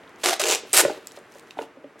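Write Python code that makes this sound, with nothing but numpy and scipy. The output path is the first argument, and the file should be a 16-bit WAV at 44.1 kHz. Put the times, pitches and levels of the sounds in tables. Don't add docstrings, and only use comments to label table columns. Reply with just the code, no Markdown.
import sys
import numpy as np
from scipy import signal
from scipy.fft import rfft, irfft
from scipy.io import wavfile

SR = 44100
rng = np.random.default_rng(int(sys.argv[2]) if len(sys.argv) > 2 else 0)


def transcribe(u):
    v = np.clip(np.atleast_2d(u).T, -1, 1)
    q = np.round(v * 32767).astype(np.int16)
    wavfile.write(sys.argv[1], SR, q)


def voltage_ratio(decibels):
    exponent = np.asarray(decibels, float) / 20
    return 10 ** exponent


N = 88200


def along(points, hz):
    f, v = np.transpose(points)
    return np.interp(np.log(hz + 1), np.log(f + 1), v)


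def unit(x):
    return x / np.sqrt(np.mean(x ** 2) + 1e-20)


def colour(x, points):
    gain = voltage_ratio(along(points, np.fft.rfftfreq(4096, 1 / SR)))
    cepstrum = irfft(np.log(gain + 1e-6))
    cepstrum[1:2048] *= 2
    cepstrum[2049:] = 0
    impulse = irfft(np.exp(rfft(cepstrum)))
    return signal.fftconvolve(x, impulse)[:N]


def control(rows, level_db):
    time_s = np.asarray(rows)[:, 0] if not isinstance(rows, list) else np.array([r[0] for r in rows])
    return voltage_ratio(np.interp(np.arange(N) / SR, time_s, level_db, left=-120, right=-120))


def grains(rate_per_s, spread_db):
    hit = rng.random(N) < rate_per_s / SR
    size = voltage_ratio(spread_db * rng.standard_normal(N))
    return unit(hit * rng.choice([-1, 1], size=N) * size)


def crackle(rate_per_s, tone):
    t = np.arange(SR // 200) / SR
    decay = voltage_ratio(-60 * t / 0.005)
    sprays = np.convolve(np.abs(grains(rate_per_s, 4)), decay)[:N]
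    return unit(colour(sprays * rng.standard_normal(N), tone))


# pitch_hz, level_db, t60_s
CASE_MODES = [(309, 7.5, .07), (363.6, 9.5, 0.1), (454.5, 10, 0.13), (616, 5.5, 0.13), (795, -5.5, 0.027),
              (880, -10.5, 0.046), (1180, -24.5, 0.039), (1540, 2, .025), (2200, -5.5, .015)]


def ring(tilt_db_per_octave, scatter_db):
    t = np.arange(SR // 5) / SR
    x = np.zeros(len(t))
    for k, (hz, db, t60_s) in enumerate(CASE_MODES):
        tilt_db = tilt_db_per_octave * np.log2(hz / 500)
        level_db = db + tilt_db + scatter_db * rng.standard_normal()
        x += (-1) ** k * voltage_ratio(level_db - 60 * t / t60_s) * np.sin(2 * np.pi * hz * t)
    return x / np.linalg.norm(x)


# freq_hz, gain_db
WALL_GAIN = [(60, -20.5), (200, -6.5), (300, 0.5)]


def thin_walls(x):
    return colour(x, WALL_GAIN)


# freq_hz, level_db_per_hz
AIR_COLOUR = [(20, -64.5), (55, -27.5), (134, -16), (285, -12), (1070, -15.5), (2000, -17), (4000, -33),
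              (9000, -41), (16000, -51.5)]
# freq_hz, likeness
AIR_LIKENESS = [(60, 0.88), (240, 0.96), (950, 0.98), (3770, 0.93), (15000, 0.43)]
# time_s, level_db
AIR_SETTLE = [
    (0, 1.74),
    (1.62, -0.94),
    (1.75, -4),
    (2.1, -2),
]


def air():
    pair = np.array([unit(colour(v, AIR_COLOUR)) for v in rng.standard_normal((2, N))])
    likeness = along(AIR_LIKENESS, np.fft.rfftfreq(N, 1 / SR))
    turn = np.arccos(np.clip(likeness, -1, 1)) / 2
    mid, side = irfft(rfft(pair) * [np.cos(turn), np.sin(turn)], N)
    level = voltage_ratio(-51) * control(AIR_SETTLE, np.transpose(AIR_SETTLE)[1])
    return level * np.array([mid + side, mid - side])


def fidget():
    touches = grains(120, 2.5)
    return voltage_ratio(-59) * thin_walls(signal.fftconvolve(touches, ring(-1.5, 0))[:N])


# start_s, peak_db, pitch_hz
TICK_EVENTS = [(0.0356, -44, 4200), (0.0768, -41.5, 3520), (.094, -41.5, 7500), (.16, -44.5, 7500),
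               (1.0713, -20.5, 8220), (1.0712, -25.5, 12500), (1.083, -37.5, 5380), (1.112, -38, 3480),
               (1.1197, -31, 6840), (1.165, -38, 6120), (1.172, -40, 4030), (1.189, -40.5, 7260),
               (1.3217, -40.5, 7140), (1.34, -41.5, 7100), (1.3495, -40, 6660), (1.37, -44, 6950),
               (1.385, -36, 6730), (1.396, -34.5, 7160), (1.359, -43, 9000), (1.473, -46, 6000),
               (1.5087, -33, 5600), (1.582, -41, 3670), (1.591, -44, 3020), (1.62, -33, 7010),
               (1.635, -37, 2840), (1.843, -46.5, 2777), (1.994, -39.5, 7000)]


def ticks():
    thin_hz, t60_s, flake_cycles = 5000, 0.0034, 6.7
    out, t = np.zeros(N + SR), np.arange(SR // 50) / SR
    for start_s, peak_db, hz in TICK_EVENTS:
        flake = np.sin(2 * np.pi * hz * t) * voltage_ratio(-60 * t * hz / flake_cycles)
        if hz <= thin_hz:
            flake = np.convolve(flake, flake)
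        burst = rng.standard_normal(len(t)) * voltage_ratio(-60 * t / t60_s)
        crack = np.convolve(burst, flake)[:len(t)]
        out[round(start_s * SR):][:len(t)] += voltage_ratio(peak_db) * crack / np.abs(crack).max()
    return out[:N]


# start_s, length_s, level_db
RUB_STROKES = [
    (0.178, 0.16, -48),
    (0.63, 0.37, -46),
    (0.924, 0.31, -59.5),
    (1.15, 0.48, -66.5),
    (1.151, 0.029, -52.5),
    (1.299, .12, -65),
    (1.452, 0.1008, -70),
    (1.558, 0.11, -54.5),
    (1.982, .06, -53.5),
]
# freq_hz, level_db_per_hz
SKIN_COLOUR = [(1470, -37), (2500, 8), (5650, -2), (6450, 1), (8080, -2.5), (10900, -3.5), (16000, -14.5)]


def rubbing():
    now_s, strokes = np.arange(N) / SR, np.zeros(N)
    for start_s, length_s, level_db in RUB_STROKES:
        progress = np.clip((now_s - start_s) / length_s, 0, 1)
        strokes += voltage_ratio(level_db) * np.sin(np.pi * progress)
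    return strokes * crackle(4000, SKIN_COLOUR)


# time_s, crackle_db, drumming_rel_db
PULL_LEVELS = [
    [(.2345, -21, -17), (.25, -16.5, -8), (.315, -22, -8), (.342, -27.5, -10.5), (.37, -38, -5)],
    [(.3955, -16.5, -17), (.445, -26.5, 5), (.535, -20, -6.5), (.562, -29, -17.5), (.6, -37.5, -5.5)],
    [(.7315, -25, 0.5), (.745, -16, -14), (.758, -18.5, -12.5), (.768, -12.5, -19), (.795, -10, -13.5),
     (.808, -12, -15), (.818, -22, -7), (.85, -46.5, 11)],
]
# start_s, level_db
FIRST_SLIPS = [(0.2394, -13), (0.247, -15), (0.2559, -30), (0.2592, -8), (0.2699, -15.5), (0.2746, -17),
               (0.2775, -17.5), (0.2804, -25.5), (0.2835, -20), (0.287, -12), (0.2896, -21), (0.2946, -12),
               (0.305, -26.5), (0.3078, -17.5), (0.3106, -22.5), (0.3226, -26.5), (0.328, -19.5),
               (0.332, -17.5), (0.3354, -20.5), (0.3389, -18.5)]
SECOND_SLIPS = [(0.3969, -18), (0.402, -30.5), (0.4048, -23), (0.4077, -22), (0.4153, -15), (0.4193, -25.5),
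                (0.4308, -25), (0.4375, -16.5), (0.4431, -18.5), (0.4555, -18.5), (0.4605, -26),
                (0.4666, -15), (0.4715, -20.5), (0.4742, -22.5), (0.481, -20.5), (0.4854, -16.5),
                (0.4895, -14.5), (0.497, -17.5), (0.5009, -15.5), (0.506, -22.5), (0.5108, -11.5),
                (0.5158, -17.5), (0.5205, -19), (0.5223, -14.5), (0.527, -15), (0.5337, -19),
                (0.5373, -16.5), (0.5438, -22), (0.5484, -13), (0.5557, -17.5)]
LAST_SLIPS = [(0.7318, -12), (0.736, -13.5), (0.7396, -11), (0.7443, -14), (0.7454, -12.5), (0.749, -13.5),
              (0.7545, -12.5), (0.7566, -16.5), (0.759, -17), (0.7663, -6), (0.7699, -3.5), (0.7751, -2),
              (0.7826, -8), (0.785, -7.5), (0.79, -12.5), (0.7955, -10), (0.8002, -14.5), (0.8052, -15.5),
              (0.805, -16), (0.812, -20), (0.8118, -16), (0.8195, -27.5)]
# freq_hz, level_db_per_hz
FIRST_TONE = [(230, -27), (410, -12.5), (700, -1.5), (898, -8.5), (1460, -6.5), (7990, -11.5),
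              (13500, -21.5), (16000, -38.5)]
SECOND_TONE = [(410, -36), (700, -3), (2020, -10), (2590, -0.5), (4610, -9.5), (6830, -3.5), (16000, -26)]
LAST_TONE = [(410, -43.5), (700, -11.5), (2160, -5.5), (3100, -3.5), (5840, -6), (8210, 1), (13300, -7),
             (16000, -19.5)]
# slip_db, crackle_db, grains_per_s, fizz_db, drum_tilt_db_per_octave
GLUE_MIX = [
    (2, -7.5, 2400, -14.5, -5.5),
    (3, -8, 2400, -11, 2.6),
    (0, -7, 54000, -8, -7.2),
]


def tape():
    slip_t60_s, slip_rise_s, drum_per_s, drum_db = 0.011, 0.00035, 810, -8
    out, t = np.zeros(N), np.arange(SR // 20) / SR
    slip_shape = voltage_ratio(-60 * t / slip_t60_s) * (1 - np.exp(-t / slip_rise_s))
    all_slips = (FIRST_SLIPS, SECOND_SLIPS, LAST_SLIPS)
    tones = (FIRST_TONE, SECOND_TONE, LAST_TONE)
    for rows, slips, tone, glue in zip(PULL_LEVELS, all_slips, tones, GLUE_MIX):
        slip_db, crackle_db, grains_per_s, fizz_db, tilt_db = glue
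        level_db, drum_rel_db = np.transpose(rows)[1:]
        starts = np.zeros(N)
        for start_s, db in slips:
            starts[round(start_s * SR)] = voltage_ratio(db + slip_db)
        out += np.convolve(starts, slip_shape)[:N] * unit(colour(rng.standard_normal(N), tone))
        out += control(rows, level_db + crackle_db) * crackle(grains_per_s, FIRST_TONE)
        out += control(rows, level_db + fizz_db) * crackle(grains_per_s, tone)
        pushes = control(rows, level_db + drum_rel_db + drum_db) * grains(drum_per_s, 3)
        out += signal.fftconvolve(pushes, ring(tilt_db, 0))[:N]
    return out


def wall_modes(blows):
    out, t = np.zeros(N + SR), np.arange(SR // 4) / SR
    for start_s, peak_db, hz, t60_s, rise_s in blows:
        envelope = voltage_ratio(peak_db - 60 * t / t60_s) * (1 - np.exp(-t / rise_s))
        out[round(start_s * SR):][:len(t)] += envelope * np.sin(2 * np.pi * hz * t)
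    return out[:N]


# start_s, peak_db, pitch_hz
TUG_EVENTS = [(.237, -24, 630), (.245, -23.5, 688), (.258, -24.5, 728), (.270, -29.5, 750),
              (.281, -21.5, 690), (.292, -24.5, 366), (.307, -18, 670), (.328, -17, 760), (.399, -18, 620),
              (.411, -22, 690), (.430, -22.5, 402), (.443, -20.5, 470), (.466, -21, 434), (.480, -21, 498),
              (.497, -21, 416), (.511, -21.5, 507), (.524, -19, 444), (.537, -22.5, 398), (.550, -26, 485),
              (.734, -20, 422), (.758, -21, 457), (.801, -19.5, 505), (.810, -18, 892)]


def tugs():
    t60_s, rise_s, gain_db = 0.043, 0.00086, 0.5
    return wall_modes([(s, db + gain_db, hz, t60_s, rise_s) for s, db, hz in TUG_EVENTS])


# start_s, peak_db, thud_hz
KNOCK_EVENTS = [(0.6347, -34.5, 428), (0.6508, -38, 377), (0.8355, -19, 402), (0.8499, -8.5, 560),
                (0.858, -27, 507), (0.8652, -37, 480), (0.8809, -22, 530), (.897, -23, 806),
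                (.9035, -21.5, 393), (0.9138, -26.5, 620), (0.9299, -38, 355), (0.9459, -36.5, 474),
                (0.9752, -32.5, 397), (1.1745, -35.5, 601), (1.185, -41, 612), (1.3548, -39, 570),
                (1.4867, -45.5, 440), (1.571, -33.5, 763), (1.588, -23, 600), (1.6107, -29, 457),
                (1.625, -32.5, 880), (1.638, -37, 592), (1.7706, -41, 530), (1.841, -38.5, 499),
                (1.9575, -43.5, 600)]


def knocks():
    t60_s, rise_s, scuff_db, ring_db = 0.026, 0.0012, 6.5, 13
    out, t = np.zeros(N + SR), np.arange(SR // 5) / SR
    decay, rise = voltage_ratio(-60 * t / t60_s), 1 - np.exp(-t / rise_s)
    for start_s, peak_db, hz in KNOCK_EVENTS:
        thud = 2 * np.sin(2 * np.pi * hz * t) * decay
        dull = np.convolve(rng.standard_normal(len(t)), np.hanning(28) / 10, "same")
        scuff = dull * voltage_ratio(scuff_db) * decay
        ringing = voltage_ratio(ring_db) * ring(-1.5, 4)
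        out[round(start_s * SR):][:len(t)] += voltage_ratio(peak_db) * rise * (thud + scuff + ringing)
    return out[:N]


# start_s, peak_db, pitch_hz, t60_s
PANEL_EVENTS = [(0.7307, -9.5, 8570, 0.013), (0.7371, -4.5, 8210, 0.0074), (0.8497, -21.5, 147, 0.088),
                (.898, -27.5, 1514, 0.026), (1.0718, -32, 5300, 0.01), (1.0712, -23, 7840, 0.0062),
                (1.5081, -27.5, 2660, 0.0065), (1.5079, -31.5, 3730, 0.01), (1.572, -33.5, 275, .1),
                (1.5887, -23, 448, 0.099), (1.5875, -18.5, 898, 0.029), (1.5885, -32.5, 710, .03),
                (1.5901, -29, 1450, .03), (1.5885, -34, 2080, 0.026), (1.5875, -34.5, 2500, 0.022),
                (1.589, -30.5, 2961, 0.013), (1.5885, -46, 3370, .018), (1.5897, -39, 3677, 0.022),
                (1.613, -34.5, 272, 0.12), (1.62, -32.5, 2790, 0.017), (1.771, -36, 265, .09),
                (1.771, -43.5, 538, 0.054), (1.842, -35, 276, 0.14), (1.842, -34.5, 598, 0.073),
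                (1.841, -41.5, 410, 0.051), (1.957, -47, 1200, .03)]


def panels():
    rise_cycles = 0.82
    return wall_modes([(s, db, hz, t60_s, rise_cycles / hz) for s, db, hz, t60_s in PANEL_EVENTS])


# freq_hz, t60_s
ROOM_DECAY = [(200, 0.32), (1000, 0.35), (4000, 0.4), (12000, 0.16)]


def room(x):
    width, delay_samples = 0.18, 120
    hz, t, z = signal.stft(rng.standard_normal((2, SR // 2)), SR, nperseg=256)
    decay = voltage_ratio(-60 * t / along(ROOM_DECAY, hz)[:, None])
    mid, side = signal.istft(z / np.abs(z) * decay, SR, nperseg=256)[1]
    tail = np.array([mid + width * side, mid - width * side]) / np.linalg.norm(mid)
    return signal.fftconvolve(np.pad(x, (delay_samples, 0))[None], tail, axes=1)[:, :N]


# freq_hz, side_db
BODY_SCATTER = [(150, -10.5), (450, -27), (1200, -18), (2500, -24.5), (5000, -14.5), (9000, -15.5),
                (15000, -7)]


def scene():
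    pan_db, room_db = -0.3, -12.5
    near = thin_walls(ticks() + rubbing() + tape() + tugs() + knocks() + panels())
    scatter = rng.standard_normal(SR // 80)
    side = colour(np.convolve(near, scatter / np.linalg.norm(scatter))[:N], BODY_SCATTER)
    direct = np.array([near * voltage_ratio(pan_db) + side, near * voltage_ratio(-pan_db) - side])
    return direct + voltage_ratio(room_db) * room(near) + air() + fidget()


def low_pass(x):
    return signal.sosfilt(signal.butter(12, 16550, fs=SR, output="sos"), x)


def record(dry):
    ceiling, knee, top_hz = 0.92, 4, 15950
    soft = dry / (1 + np.abs(dry / ceiling) ** knee) ** (1 / knee)
    mix = irfft(rfft(soft) * (np.fft.rfftfreq(N, 1 / SR) < top_hz), N)
    return low_pass(mix)


dry = scene()
out = record(dry)
transcribe(out)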